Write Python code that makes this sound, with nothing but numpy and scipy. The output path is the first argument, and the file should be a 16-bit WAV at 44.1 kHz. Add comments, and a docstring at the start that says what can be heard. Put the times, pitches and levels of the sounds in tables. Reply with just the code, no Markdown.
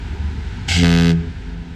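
"""On calm water between shores, a large ship gives one short toot of its air horn.
Compressed air hisses through the valve; the diaphragm starts to swing, slaps shut once a cycle
for a third of a second, then swings out. The air column resonates at harmonics of that cycle,
and the slaps add a rasp. The shores reflect the low notes, over beating engines,
light wind and the wash along the hull."""
import sys
import numpy as np
from scipy import signal
from scipy.fft import rfft, irfft, next_fast_len
from scipy.io import wavfile
from scipy.ndimage import map_coordinates

SR = 44100
rng = np.random.default_rng(int(sys.argv[2]) if len(sys.argv) > 2 else 0)


def store_pcm(level_fs):
    """Save levels as 16-bit WAV."""
    pcm = np.round(np.clip(level_fs, -1, 1) * 32767).astype(np.int16)
    wavfile.write(sys.argv[1], SR, np.atleast_2d(pcm).T)


N = 77175

# an engine note that swells and fades: (time [s], level [dB])
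THROB_LEVEL = [(0, -39), (.11, -27), (.16, -33), (.23, -22.5), (.35, -27.5), (.46, -29.5), (.56, -42.5),
               (1.4, -39.5), (1.6, -37), (1.75, -38)]
# machinery rush: (frequency [Hz], relative density [dB])
MACHINERY_SPECTRUM = [(200, -50), (290, 2.5), (410, 3), (500, -10.5), (600, -11.5), (780, -4), (930, -0.5),
                      (1100, -13), (1300, -9.5), (1800, -44.5)]
# its envelope: (time [s], level [dB])
MACHINERY_LEVEL = [(0, -44), (.15, -41.5), (.35, -42.5), (.6, -43.5), (1.2, -48), (1.75, -49)]
# wind rumble: (frequency [Hz], relative density [dB])
WIND_SPECTRUM = [(20, -12), (36, -7), (65, -2), (100, -3.5), (135, -8), (180, -9), (260, -16), (340, -28),
                 (500, -32), (650, -99)]
# its gusts: (time [s], level [dB])
WIND_LEVEL = [(0, -31), (.18, -29.5), (.26, -27.5), (.4, -28), (.5, -32.5), (.7, -24.5), (.95, -35),
              (1.25, -31), (1.5, -35), (1.75, -34.5)]
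# water along the hull: (frequency [Hz], relative density [dB])
WASH_SPECTRUM = [(650, -21), (1100, -11.5), (1140, -19), (1290, -9), (1500, -2.5), (2130, -7.5),
                 (3780, -12.5), (8140, -28), (14000, -55)]
# its envelope: (time [s], level [dB])
WASH_LEVEL = [(0, -42.5), (.35, -43), (.62, -41.5), (1.2, -44), (1.5, -46.5), (1.75, -47.5)]
# air escaping at the valve: (frequency [Hz], relative density [dB])
VALVE_SPECTRUM = [(290, -46.5), (500, -16.5), (592, -26), (653, -13), (785, -9), (1120, -29), (1230, -16.5),
                  (1360, -17.5), (1590, -5.5), (1850, -15.5), (2130, 0.5), (2360, -7), (3040, -3.5),
                  (3910, -10.5), (4970, -8), (5260, -11.5), (8140, -17), (8860, -30), (11300, -34),
                  (13300, -42), (14500, -64)]
# its envelope: (time [s], level [dB])
VALVE_LEVEL = [(.664, -61), (.681, -36), (.686, -20.5), (.72, -18.5), (.765, -20), (.805, -24.5),
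               (.826, -28), (.84, -31), (.87, -33.5), (1.08, -37.5), (1.105, -33), (1.13, -43),
               (1.17, -108)]
# the diaphragm's rate: (time [s], frequency [Hz])
DIAPHRAGM_RATE = [(.72, 86), (.81, 86.8), (.846, 85.4), (.915, 84.8), (1.08, 84.5), (1.11, 83.1),
                  (1.25, 83.3)]
# air column partials: (harmonic number, level [dB], mid-rise [s], rise constant [s], release [s], T60 [s])
BORE_PARTIALS = [(1, -24, 0.705, 0.018, 1.11, 0.94), (2, -14, .78, 0.021, 1.143, 0.57),
                 (3, -21, .785, 0.011, 1.1, 0.18), (4, -35.5, 0.775, 0.0072, 1.14, 0.45),
                 (5, -28, .8, 0.02, 1.115, 0.34), (6, -36.5, .815, 0.0024, 1.1, 0.2)]
# strength of the slaps: (time [s], level [dB])
SLAP_LEVEL = [(.785, -70), (.812, -77), (.824, -29), (.834, -22.5), (.846, -21), (.86, -24), (.98, -24),
              (1.105, -26.5), (1.118, -36), (1.135, -51), (1.16, -100)]
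# the horn bell's response to a slap: (frequency [Hz], relative gain [dB])
BELL_RESPONSE = [(330, -51), (560, -4.5), (668, 1), (914, -0.5), (1080, -14.5), (1220, -0.5), (1390, -9),
                 (1490, 1.5), (1580, -2), (2070, -0.5), (2370, -13.5), (2540, -2.5), (2680, -2), (3030, -4),
                 (3770, -7), (4140, -8), (5010, -9.5), (5370, -22.5), (5750, -10), (6150, -16.5),
                 (6860, -19.5), (8300, -31.5), (9250, -30.5), (11500, -30), (14500, -51)]
# fine jet hiss: (frequency [Hz], relative density [dB])
JET_SPECTRUM = [(3000, -20), (6000, 0), (8300, 1), (9500, -11.5), (11300, -0.5), (14500, -21)]
# reverberation of the shores: (frequency [Hz], T60 [s])
SHORE_DECAY = [(100, 1.4), (400, 1.4), (2000, 1.08), (9000, 0.22)]
# shore reflections: (delay [s], low-frequency gain [dB])
SHORE_ECHOES = [(0.201, -23), (0.429, -30.5), (.66, -23.5)]
# notches in the microphone's response: (centre [Hz], width [Hz], depth [dB])
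NOTCHES = [(575, 35, 7), (1115, 45, 8), (1865, 25, 8), (8850, 170, 14)]


def amp(db):
    return 10 ** (np.asarray(db) / 20)


def unit(x):
    return x / np.sqrt(np.mean(x ** 2) + 1e-20)


def clock():
    return np.arange(N) / SR


def bell(x, centre, width):
    return np.exp(-((x - centre) / width) ** 2)


def along(points, hz):
    """(Hz, value) points on a log axis."""
    f, v = np.transpose(points)
    return np.interp(np.log(hz + 1), np.log(f + 1), v)


def curve(points):
    """(s, value) points, one value per sample."""
    return np.interp(clock(), *np.transpose(points))


def wobble(rate):
    """A smooth random curve, rate knots a second."""
    return map_coordinates(rng.standard_normal(int(N * rate / SR) + 4), [clock() * rate])


def filtered(x, response):
    """x times a response of frequency."""
    m = next_fast_len(N + SR)
    return irfft(rfft(x, m) * response(np.fft.rfftfreq(m, 1 / SR)), m)[..., :N]


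def causal(gain):
    """The response with this gain that rings only after a pulse."""
    c = irfft(np.log(np.maximum(gain, 1e-6)))
    c[1:len(c) // 2] *= 2
    c[len(c) // 2 + 1:] = 0
    return np.exp(rfft(c))


def noise(spectrum):
    """Coloured noise of rms 1."""
    return unit(filtered(rng.standard_normal(N), lambda hz: amp(along(spectrum, hz))))


def scattered(x, level_db, t60):
    """x with a short, dense ring after it."""
    ring = rng.standard_normal(N) * amp(-60 * clock() / t60)
    return (x + amp(level_db) * signal.fftconvolve(x, ring / np.linalg.norm(ring))[:N]) / np.hypot(1, amp(level_db))


def engine_note(hz, db, in_phase_s=.96):
    """Amplitude and phase modulation: slow random drift roughens a steady tone."""
    phase = 2 * np.pi * hz * (clock() - in_phase_s) + .14 * wobble(4.7)
    return amp(db + 2.2 * wobble(7.5)) * np.sqrt(2) * np.sin(phase)


def engines(mean_hz=49.75, beat_hz=2.05, twin_db=-36.5):
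    """Beating: twin engines at close frequencies interfere, with a higher throb and machinery noise."""
    slower = engine_note(mean_hz - beat_hz / 2, twin_db)
    faster = engine_note(mean_hz + beat_hz / 2, twin_db + 2)
    throb = engine_note(hz=73.35, db=curve(THROB_LEVEL))
    machinery = amp(curve(MACHINERY_LEVEL)) * noise(MACHINERY_SPECTRUM)
    return slower + faster + throb + machinery


def wind():
    """Turbulence: low-frequency noise rises and falls with the gusts."""
    return amp(curve(WIND_LEVEL)) * noise(WIND_SPECTRUM)


def hull_wash():
    """Flow noise: water along the hull gives a broad, slightly wavering hiss."""
    return amp(curve(WASH_LEVEL) + .5 * wobble(11)) * noise(WASH_SPECTRUM)


def valve_hiss(turns):
    """Modulated flow: air hisses, is increasingly chopped at the horn's pitch, and ends in a puff."""
    depth_db = curve([(.745, 0), (.81, 5.2)])
    chop_db = depth_db * np.cos(2 * np.pi * (turns - .1))
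    cavity_hiss = scattered(noise(VALVE_SPECTRUM), level_db=-12, t60=.06)
    return amp(curve(VALVE_LEVEL) + chop_db) * cavity_hiss


def diaphragm_turns(shut_s=.8456):
    """Phase is the integral of frequency: the diaphragm shuts at whole numbers of cycles."""
    turns = np.cumsum(curve(DIAPHRAGM_RATE)) / SR
    return turns - np.interp(shut_s, clock(), turns)


def bore_tone(turns, bore_lag_s=.00615, resonance_lag_s=.00054):
    """Air column resonance: harmonics build up and ring out, cresting half a cycle after each slap."""
    t, tone = clock(), np.zeros(N)
    swing_db = 7 * bell(t, centre=.775, width=.14)  # the fundamental leads
    surge_db = 5.5 * bell(t, centre=.834, width=.012)  # upper partials overshoot as the horn catches
    for k, db, mid_rise, rise, release, t60 in BORE_PARTIALS:
        lag_s = bore_lag_s + (k == 2) * resonance_lag_s  # the second sits on the bore's resonance
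        phase = 2 * np.pi * (turns - lag_s * curve(DIAPHRAGM_RATE))
        decay_db = 60 * np.maximum(t - release, 0) / t60
        level_db = db - decay_db + (k == 1) * swing_db + (k > 2) * surge_db
        attack = (1 + np.tanh((t - mid_rise) / rise / 2)) / 2
        tone += amp(level_db) * attack * np.sqrt(2) * np.cos(k * phase)
    return tone


def slap_rasp(turns, crossover_hz=564, top_hz=14700, left_lead_s=13e-6):
    """Impulse excitation: each closure emits a pulse, filtered by the bell and scattered by the decks."""
    def response(hz):
        resonances = causal(amp(along(BELL_RESPONSE, np.clip(hz, crossover_hz, top_hz))))
        return resonances / (1 + (crossover_hz / (hz + 1)) ** 20)  # the bore's partials take over below

    closures = np.arange(np.ceil(turns[0]) + 1, turns[-1] - 1)
    positions = np.interp(closures, turns, np.arange(N))[:, None]
    taps = positions.astype(int) + np.arange(-7, 9)
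    offsets = taps - positions
    shapes = np.sinc(offsets) * np.cos(np.pi * offsets / 16) ** 2  # band-limited impulses
    strengths = amp(.4 * rng.standard_normal(positions.shape))
    pulses = np.bincount(taps.ravel(), (shapes * strengths).ravel(), N)
    slaps = filtered(pulses * amp(curve(SLAP_LEVEL)), response) / np.std(filtered(pulses, response))
    slaps = scattered(slaps, level_db=-12, t60=.035)
    return filtered(slaps, lambda hz: np.exp(1j * np.pi * left_lead_s * np.array([hz, -hz])))


def jet_hiss(gain_db=-26):
    """Jet noise: a fine, high hiss follows the strength of the slaps."""
    return amp(curve(SLAP_LEVEL) + gain_db) * noise(JET_SPECTRUM)


def shore_reflections(x, tail_db=-18.5, tail_low_hz=219, tail_top_hz=1210, echo_top_hz=694):
    """Reflection: the shores return a diffuse tail and three dull, delayed echoes."""
    hz, t, spectra = signal.stft(rng.standard_normal(N), SR, nperseg=256)
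    decay = amp(-60 * t / along(SHORE_DECAY, hz)[:, None])
    build_up = np.minimum(t / .018, 1)
    tail = signal.istft(spectra * decay * build_up, SR, nperseg=256)[1]
    diffuse = signal.fftconvolve(x, tail / np.linalg.norm(tail))[:N]
    # rough shores return the overtones better than the bass
    high_pass = lambda hz: (1j * hz / (tail_low_hz + 1j * hz)) ** 2
    diffuse = filtered(diffuse, lambda hz: high_pass(hz) / (1 + 1j * hz / tail_top_hz))
    delays = lambda hz: sum(amp(db) * np.exp(-2j * np.pi * hz * s) for s, db in SHORE_ECHOES)
    echoes = filtered(x, lambda hz: delays(hz) / (1 + 1j * hz / echo_top_hz))
    return amp(tail_db) * diffuse + echoes


def scene():
    """Superposition: engines, wind and water add to the horn and its reflections."""
    background = engines() + wind() + hull_wash()
    turns = diaphragm_turns()
    horn = valve_hiss(turns) + bore_tone(turns) + slap_rasp(turns) + jet_hiss()
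    return background + horn + shore_reflections(horn.mean(axis=0))


def record(dry, top_hz=14700):
    """Linear filtering: the microphone imposes narrow notches and a band limit."""
    loss_db = lambda hz: sum(db * bell(hz, centre, width) for centre, width, db in NOTCHES)
    return filtered(dry, lambda hz: causal(amp(-loss_db(hz))) * (hz < top_hz))


dry = scene()
out = record(dry)
store_pcm(out)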